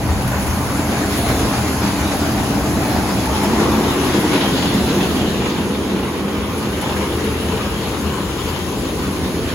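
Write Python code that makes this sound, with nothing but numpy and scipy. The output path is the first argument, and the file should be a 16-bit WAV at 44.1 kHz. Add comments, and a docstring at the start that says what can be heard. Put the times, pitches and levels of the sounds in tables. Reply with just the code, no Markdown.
"""A concrete wash bay, heard by a phone at the entrance: two cloth brushes work round a pickup's tail.
Wet strips drum on ringing body panels, scrub over the paint and swish at their tips, all as shaped random blows.
Sliding bands of noise make the whips and the hollow leaning; heavier bunches smack and thud.
Nozzles spray, flung water bursts and drive motors hum; dense echoes smear the brushes into a roar."""
import sys
import numpy as np
from scipy import signal
from scipy.fft import rfft, irfft, next_fast_len
from scipy.io import wavfile
from scipy.ndimage import uniform_filter1d, map_coordinates

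SR = 44100
rng = np.random.default_rng(int(sys.argv[2]) if len(sys.argv) > 2 else 0)


def output_pcm(signal):
    """Save a mono or channel-first signal as 16-bit PCM at the path in sys.argv[1].

    Samples are clipped to [-1, 1] before scaling.
    """
    pcm = np.clip(np.atleast_2d(signal).T, -1, 1) * 32767
    wavfile.write(sys.argv[1], SR, np.round(pcm).astype(np.int16))


N = 420713
TIME = np.arange(N) / SR  # s
# mean rate at which rows of strips come round on each brush
LEFT_FLAP_HZ, RIGHT_FLAP_HZ = 5.27, 7.6


def undb(db):
    """Decibels to gain."""
    return np.exp(np.asarray(db) * (np.log(10) / 20))


def unit(x):
    """Scale to rms 1."""
    return x / np.sqrt(np.mean(x ** 2))


def curves(table):
    """The columns of a time table, one value a sample."""
    s, *columns = np.transpose(table)
    return [np.interp(TIME, s, column) for column in columns]


def over_hz(table, f):
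    """Read a table of (f/Hz, value) on a log-frequency axis, held flat beyond its ends."""
    hz, value = np.transpose(table)
    return np.interp(np.log(f), np.log(hz), value)


def filtered(x, response):
    """Pass x through a frequency response, given as a function of Hz."""
    size = next_fast_len(N, True)
    f = np.maximum(np.arange(size // 2 + 1) * SR / size, 1)
    return irfft(rfft(x, size) * response(f), size)[..., :N]


def colour(x, spectrum):
    """Filter x by a curve of (f/Hz, level/dB), at rms 1."""
    return unit(filtered(x, lambda f: undb(over_hz(spectrum, f))))


def ring(x, modes):
    """Let x ring resonances of (f/Hz, width/Hz, level/dB) whose powers add, at rms 1."""
    def response(f):
        power = 0
        for hz, width_hz, db in modes:
            detune = (f / hz - hz / f) * hz / width_hz
            power = power + undb(db) ** 2 / (1 + detune ** 2) ** 1.5
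        return np.sqrt(power)
    return unit(filtered(x, response))


def walk(rate):
    """A random drift of spread near 1, heading for a new value `rate` times a second."""
    knots = rng.standard_normal(1024)
    return 1.2 * np.interp(TIME * rate, np.arange(len(knots)), knots)


def beat(hz):
    """An uneven beat, -1..1, whose rate wanders round hz."""
    return np.sin(2 * np.pi * np.cumsum(hz * (1 + .1 * walk(4))) / SR)


def burst(s, attack_s, decay_s):
    """An envelope that rises at time s and dies away."""
    age = np.maximum(TIME - s, 0)
    return (1 - np.exp(-age / attack_s)) * np.exp(-age / decay_s)


def impacts(per_s, spread_db):
    """Random tiny blows of uneven strength, in two unrelated streams at rms 1."""
    hit = rng.random((2, N), dtype=np.float32) < per_s / SR
    size = undb(spread_db * np.minimum(rng.standard_exponential((2, N), dtype=np.float32), 4))
    return unit(hit * size * rng.standard_normal((2, N), dtype=np.float32))


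def rubbing(hz, width_hz):
    """Friction noise in one band whose centre moves and wobbles, at rms 1."""
    soften = signal.butter(1, min(width_hz / 2, SR / 4), fs=SR, output="sos")
    grain = signal.sosfilt(np.vstack([soften, soften]), rng.standard_normal((2, N)))
    # low-passed noise on a carrier becomes a band round the carrier
    carrier = np.sin(2 * np.pi * np.cumsum(hz * (1 + .03 * walk(12))) / SR)
    return unit(grain * carrier)


def patchy(x, depth_db, per_s, patch_hz, size=512):
    """Let patches of the spectrum flutter on their own; per_s is how fast, patch_hz how wide."""
    f, t, bands = signal.stft(x.astype(np.float32), SR, nperseg=size)
    places = np.meshgrid(f / patch_hz, t * per_s, indexing="ij")
    flutter = map_coordinates(rng.standard_normal((size, size)), places, order=1, mode="wrap")
    gain = undb(depth_db * flutter).astype(np.float32)
    return signal.istft(bands * gain, SR)[1][..., :N]


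def hum(hz, waver=0.02007, rough=0.37):
    """A motor tone whose pitch wavers; its rough share (0-1 of the power) judders and smears it."""
    rough = np.clip(rough, 0, 1)
    phase = 2 * np.pi * np.cumsum(hz * (1 + waver * walk(9))) / SR
    judder = walk(16) * np.sin(phase) + walk(16) * np.cos(phase)
    return np.sqrt(2 * (1 - rough)) * np.sin(phase) + np.sqrt(rough) * judder


# low growl of the gantry motor: [f/Hz, level/dB]
GANTRY_RUMBLE = [(20, -33), (31, -26), (40, -24), (50, -5.5), (60, -4.5), (78, -1.5), (98, -11.5),
                 (125, -9), (200, -11), (500, -49)]
# the gantry drive eases as the brushes turn the corners: [t/s, level/dB]
GANTRY_LOAD = [(0, -21), (1.1, -26.5), (1.5, -25), (2.2, -27), (3.0, -24), (4.0, -28), (4.4, -31),
               (5.0, -28.5), (6.1, -31), (6.9, -28), (9.54, -26.5)]
# the two brush drives swell and sink: [t/s, lower hum level/dB, upper hum level/dB]
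BRUSH_HUM = [(0, -28, -32), (1.1, -34.5, -34.5), (1.9, -33, -30), (2.5, -32, -36), (3.3, -31, -39),
             (4.3, -42, -34), (6, -40, -27.5), (6.8, -31.5, -32), (8, -36, -31), (8.6, -36.5, -38),
             (9.54, -44, -52)]
# the gantry throbs steadily at the left brush's mean row rate: depth either way, time of a peak
THROB_DB, THROB_AT_S = 2, 0.12


def motors():
    """The gantry rumbles, hums and throbs under its load; two brush drives hum beside it."""
    load_db, = curves(GANTRY_LOAD)
    throb = undb(THROB_DB * np.cos(2 * np.pi * LEFT_FLAP_HZ * (TIME - THROB_AT_S)))
    rumble = undb(-0.5) * colour(rng.standard_normal((2, N)), GANTRY_RUMBLE)
    tone = undb(-4.5) * hum(82, waver=0.03, rough=0.27)
    gantry = (rumble + tone) * throb * undb(load_db)
    lower_db, upper_db = curves(BRUSH_HUM)
    return gantry + undb(lower_db) * hum(123.6) + undb(upper_db) * hum(204.2)


# the spray drops while the truck screens the nozzles: [t/s, level/dB]
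SPRAY_LEVEL = [(0, -34), (.5, -28.5), (1.07, -29.5), (1.13, -27), (2.2, -29.5), (4.4, -29.5), (5.15, -30),
               (5.45, -35), (6.2, -36.5), (6.72, -34), (6.82, -33), (9.54, -33.5)]
# patter of coarse drops: [f/Hz, level/dB]
DROP_SPECTRUM = [(1000, 5), (3000, -5), (5000, 1.5), (7000, 4), (9000, -5.5), (12000, 1), (16000, -10)]
# hiss of fine mist, which also colours the splats: [f/Hz, level/dB]
MIST_SPECTRUM = [(3000, 1.5), (6000, -5), (8300, 1), (10500, 3), (12500, -3.5), (14500, -6), (16000, -9)]
# faint uneven nozzle pulses: mean rate, depth either way
NOZZLE_HZ, NOZZLE_DB = 2.9, .2


def spray():
    """Nozzles pulse; coarse drops patter as sparser blows, and dense fine mist flickers over them."""
    spray_db, = curves(SPRAY_LEVEL)
    drops = colour(impacts(24000, spread_db=2.0), DROP_SPECTRUM) * undb(-4.0)
    mist = colour(impacts(32000, spread_db=2.0), MIST_SPECTRUM) * undb(-3.0 + 0.65 * walk(28))
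    water = patchy(drops + mist, depth_db=2.0, per_s=24, patch_hz=920)
    return water * undb(spray_db + NOZZLE_DB * beat(NOZZLE_HZ))


# flung water hitting the wall and floor: [t/s, level/dB, decay/s]
WATER_SLUGS = [(.218, -28, .018), (.274, -25, .015), (.421, -27, .02), (.463, -27, .02),
               (1.225, -28, 0.019), (1.284, -28, .018), (1.39, -26, .02), (3.255, -27, .018),
               (3.43, -25, .025), (3.905, -28, 0.017), (4.33, -27, .039), (4.74, -28, .015),
               (6.578, -31, .025), (6.812, -24, 0.012), (7.24, -30, .02)]


def splats():
    """Slugs of water burst into a short shower of drops: bright noise in quick bursts."""
    shower = sum(undb(db) * burst(s, 0.0015, decay_s) for s, db, decay_s in WATER_SLUGS)
    return shower * colour(rng.standard_normal((2, N)), MIST_SPECTRUM)


# hollow ring of cloth leaning on the tailgate: [t/s, centre f/Hz, width/Hz, level/dB]
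HOLLOW_RING = [(0, 780, 520, -30), (.9, 770, 503, -29), (1.15, 675, 300, -30), (1.55, 790, 475, -26),
               (1.8, 800, 520, -35), (2.0, 780, 500, -29.5), (2.6, 770, 520, -26.5), (2.74, 740, 450, -34),
               (2.87, 740, 330, -26.5), (3.2, 850, 500, -26.5), (3.55, 910, 470, -24),
               (4.15, 930, 560, -28), (4.65, 830, 600, -30.5), (5.25, 750, 500, -29.5),
               (5.6, 950, 597, -39.5), (9.54, 1000, 600, -40.5)]
# width of the ring under firm and under loose contact
NARROW_HZ, WIDE_HZ = 152, 640


def leaning():
    """Cloth pressed on the tailgate rings hollow; narrow and wide bands blend as contact loosens."""
    hz, width_hz, db = curves(HOLLOW_RING)
    width_hz = np.clip(width_hz, NARROW_HZ, WIDE_HZ)
    wide = np.clip((width_hz - NARROW_HZ) / (WIDE_HZ - NARROW_HZ), 0, 1)
    firm = np.sqrt(1 - wide) * rubbing(hz, NARROW_HZ)
    loose = np.sqrt(wide) * rubbing(hz, WIDE_HZ)
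    return (firm + loose) * undb(db)


# cloth dragging over paint: [f/Hz, level/dB]
SCRUB_SPECTRUM = [(200, -34), (450, 0.5), (560, -1), (670, -7), (820, -2), (1060, -1), (1300, -5.5),
                  (1700, -10.5), (2400, -9.5), (5000, -33)]


def scrubbing(flap):
    """Cloth sticks and slips on the paint: dense small blows, pulsing slightly with the brush."""
    return colour(impacts(9000, spread_db=0.3), SCRUB_SPECTRUM) * undb(0.15 * flap)


# strips catching an edge and whipping along it; the row at 2.95 s is a long, broad splash of strip tips: #
# [t/s, level/dB against the swish, first f/Hz, last f/Hz, width/Hz, decay/s]
EDGE_WHIPS = [(.24, 5, 1470, 1600, 800, 0.53), (1.09, -0.5, 3600, 4790, 2400, 0.31),
              (2.95, -12, 5170, 5200, 1410, 1.5), (4.08, -2, 1805, 2195, 1100, .22),
              (4.26, 5, 2750, 3700, 1800, .28), (4.47, -3.5, 4200, 3950, 1480, 0.44),
              (4.62, -3.5, 3730, 3420, 1000, .4), (5.19, 0, 3176, 2900, 554, .15)]


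def whips():
    """A strip catches an edge and hisses along it; its pitch slides as it pulls free. One long, broad band is a
    splash of tips instead."""
    out = 0
    for s, db, from_hz, to_hz, width_hz, decay_s in EDGE_WHIPS:
        hz = np.interp(TIME, [s, s + 2 * decay_s], [from_hz, to_hz])
        out = out + undb(db) * burst(s, 0.017, decay_s) * rubbing(hz, width_hz)
    return out


# strip tips landing flat on the tailgate: [f/Hz, level/dB]
SPLASH_SPECTRUM = [(700, -15.5), (1500, -3.5), (2100, -8), (2900, -10), (3500, -12), (4500, -11.5),
                   (7000, -18), (14000, -45)]
# strip tips whipping along the sides: [f/Hz, level/dB]
SWISH_SPECTRUM = [(1000, -11), (1600, 2), (2200, -2.5), (2600, -1), (3200, 2.5), (3900, 1), (4600, -3.5),
                  (7000, -11.5), (14000, -61)]
# hiss of tips dragged along the flank: centre, width, mean level against the swish
DRAG_HZ, DRAG_WIDTH_HZ, DRAG_DB = 2950, 820, -7


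def swishing(flap, side):
    """Strip tips splash flat on the tailgate, then swish brighter and narrower along the sides."""
    splash = np.sqrt(1 - side) * colour(impacts(14000, spread_db=0.5), SPLASH_SPECTRUM)
    swish = np.sqrt(side) * colour(impacts(15000, spread_db=1.0), SWISH_SPECTRUM) * undb(-1.0)
    drag = side * rubbing(DRAG_HZ, DRAG_WIDTH_HZ) * undb(DRAG_DB + 0.71 * walk(18))
    return (splash + swish + drag + whips()) * undb(.5 * flap + 0.51 * walk(20))


# light bunches land at random: rate, decay, share of the cloth's power (0-1)
CLUMPS_PER_S, CLUMP_DECAY_S, CLUMP_SHARE = 26, .02, .25


def clumping():
    """Wet strips stick together and land in bunches: a gain that jumps and falls back with each."""
    lands = (rng.random(N) < CLUMPS_PER_S / SR) * rng.random(N)
    decay = np.exp(-1 / (CLUMP_DECAY_S * SR))
    swell = uniform_filter1d(signal.lfilter([1], [1, -decay], lands), size=256)
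    share = np.clip(CLUMP_SHARE, 0, 1)
    return np.sqrt(1 - share + share * np.abs(swell) / swell.mean())


# heavy bunches hitting the truck: [t/s, panel thud level/dB, wet smack level/dB]
HEAVY_SLAPS = [(1.39, -18, -30), (2.11, -21, -21), (3.44, -17.5, -25), (3.595, -14, -20), (4.135, -21, -19),
               (4.305, -14, -25), (4.945, -15, -31), (5.895, -20, -33), (7.185, -23, -24.5)]
# wet smack of cloth: [f/Hz, level/dB]
SMACK_SPECTRUM = [(300, -10), (800, 0), (1700, -3), (3500, -13), (6500, -11), (12000, -32)]
# resonances of the side panels, also used by the drumming: [f/Hz, width/Hz, level/dB]
SIDE_PANEL_MODES = [(183, 86, -3.5), (269, 97, -1), (361, 64, -2.5), (441, 118, -6)]


def slaps():
    """A heavy bunch of strips smacks the truck, and the panels thud."""
    thud = sum(undb(db) * burst(s, 0.0071, 0.054) for s, db, _ in HEAVY_SLAPS)
    smack = sum(undb(db) * burst(s, 0.0028, 0.034) for s, _, db in HEAVY_SLAPS)
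    panel = ring(impacts(3000, spread_db=.5), SIDE_PANEL_MODES)
    cloth = colour(impacts(9000, spread_db=0.5), SMACK_SPECTRUM)
    return thud * panel + smack * cloth


# resonances of the tailgate: [f/Hz, width/Hz, level/dB]
TAILGATE_MODES = [(122.5, 31, -2), (208.4, 59, -0.5), (285, 42, 1), (380, 62, -8.5), (425, 76, -13),
                  (640, 140, -13)]
# boom of the panel under the brush, deepest at the hollow rear corner:
# [t/s, centre f/Hz, level/dB against the drumming]
PANEL_BOOM = [(0, 290, -20), (1.3, 290, -10), (3.3, 290, -10), (3.75, 345, -9.5), (4.3, 335, -6),
              (4.55, 205, -4), (5.0, 178, -3.5), (5.5, 195, -9), (5.95, 285, -5), (6.7, 260, -16),
              (7.3, 425, -3), (8.0, 420, -14.5), (9.0, 320, -11), (9.54, 300, -13)]


def drumming(flap, side):
    """Heavy wet strips ring the tailgate, then the side panels; the metal under the brush booms."""
    slaps_per_s = 2600 * undb(1.2 * flap)
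    boom_hz, boom_db = curves(PANEL_BOOM)
    tail = ring(impacts(slaps_per_s, spread_db=-1.5), TAILGATE_MODES)
    flank = ring(impacts(slaps_per_s, spread_db=0.5), SIDE_PANEL_MODES)
    boom = rubbing(boom_hz, width_hz=94) * undb(boom_db)
    return np.sqrt(1 - side) * tail + np.sqrt(side) * flank + boom


BAY_T60_S = 0.78  # time for the echo to fall 60 dB


def bay(x, wet_db, count=5):
    """Direct sound plus dense echo of hard, wet walls; drifting shares move it between echo paths."""
    age = TIME[:SR]
    # decaying noise, silent for the first 8 ms
    echoes = rng.standard_normal((count, 2, SR)) * undb(-60 * age / BAY_T60_S) * (age > .008)
    echoes /= np.sqrt(np.sum(echoes ** 2, axis=2, keepdims=True))
    shares = np.array([walk(5) for _ in echoes])
    shares /= np.sqrt(np.sum(shares ** 2, axis=0))
    walls = 0
    for share, echo in zip(shares, echoes):
        walls = walls + signal.oaconvolve(x * share, echo, axes=1)[:, :N]
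    wet = undb(wet_db)
    return (x + wet * walls) / np.sqrt(1 + wet ** 2)


# likeness of the phone's two channels, swinging in the treble: [f/Hz, likeness -1..1]
CHANNEL_LIKENESS = [(30, 0.88), (70, 0.92), (130, 0.98), (350, 0.96), (700, .78), (1100, 0.77),
                    (1900, 0.19), (3100, -0.1), (4500, 0.075), (5600, -0.26), (6600, 0.8), (7400, 0.086),
                    (7900, -1), (9100, -1), (10300, 1), (11700, 1), (12600, -.97), (14300, -1),
                    (14900, .95)]
# balance of the channels: [f/Hz, left minus right level/dB]
CHANNEL_BALANCE = [(60, 0), (200, -0.4), (700, 1.7), (1500, 1.4), (3000, 1.2), (5000, -0.8), (8000, 0)]


def microphones(field):
    """Two unrelated streams become what the channels share and where they differ."""
    def likeness(f):
        return np.clip(over_hz(CHANNEL_LIKENESS, f), -1, 1)
    mid = filtered(field[0], lambda f: np.sqrt((1 + likeness(f)) / 2))
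    difference = filtered(field[1], lambda f: np.sqrt((1 - likeness(f)) / 2))
    sign = np.array([[1], [-1]])
    return filtered(mid + sign * difference, lambda f: undb(sign * over_hz(CHANNEL_BALANCE, f) / 2))


# the brushes press in, round the corners and ease off along the sides:
# [t/s, drumming level/dB, scrubbing level/dB, strip-tip swish level/dB]
BRUSH_PRESSURE = [(0, -24.5, -31.5, -31.5), (.35, -26, -30, -35.5), (1.0, -20, -28.5, -30.5),
                  (1.4, -21, -28.5, -29), (2.1, -21, -29.5, -29), (2.7, -20, -28, -30.5),
                  (3.3, -20.5, -30, -29), (3.68, -17.5, -25.5, -27), (4.3, -18.5, -27.5, -27.5),
                  (4.95, -19, -28, -28), (5.5, -21, -30, -31.5), (6.3, -22.5, -29, -35.5),
                  (7.25, -23.5, -27.5, -31.5), (8.1, -25, -29, -33.5), (8.55, -26.5, -32, -34),
                  (8.95, -22, -32, -35), (9.54, -24.5, -31, -31)]
# the brushes travel round the corners:
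# [t/s, share of cloth on the side panels 0-1 (the rest on the tailgate), left minus right level/dB]
CORNER_TRAVEL = [(0, 0.01, -0.5), (2.9, 0.07, 0), (3.7, 0.34, 0.1), (4.2, 0.58, 0.7), (4.7, 0.64, -0.3),
                 (6.2, 0.85, -1), (7.4, 0.94, .6), (8.6, 1, 3), (9.54, 0.8, -1.2)]


def scene():
    """Both brushes pulse the drumming; the right one, nearer, also pulses scrubbing and swishing."""
    drum_db, scrub_db, swish_db = curves(BRUSH_PRESSURE)
    side, pan_db = curves(CORNER_TRAVEL)
    side = np.clip(side, 0, 1)
    left, right = beat(LEFT_FLAP_HZ), beat(RIGHT_FLAP_HZ)
    drum = drumming(left / 2 + right, side) * undb(drum_db)
    scrub = scrubbing(right) * undb(scrub_db) + leaning()
    swish = swishing(right, side) * undb(swish_db)
    # the cloth's colour flutters in patches, as every strip sounds its own
    cloth = patchy(scrub, depth_db=2.6, per_s=36, patch_hz=180)
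    cloth = cloth + patchy(swish, depth_db=3.6, per_s=28, patch_hz=200)
    roar = bay(drum + cloth * clumping() + slaps(), wet_db=-6.5)
    brushes = microphones(roar) * undb(np.array([pan_db, -pan_db]) / 2)
    # motors and water arrive direct; the air swallows the echo of the fine spray
    return brushes + microphones(motors() + spray() + splats())


def record(dry):
    """The phone cuts the top steeply above 15750 Hz."""
    return signal.sosfilt(signal.ellip(10, .1, 80, 15750, fs=SR, output="sos"), dry)


dry = scene()
out = record(dry)
output_pcm(out)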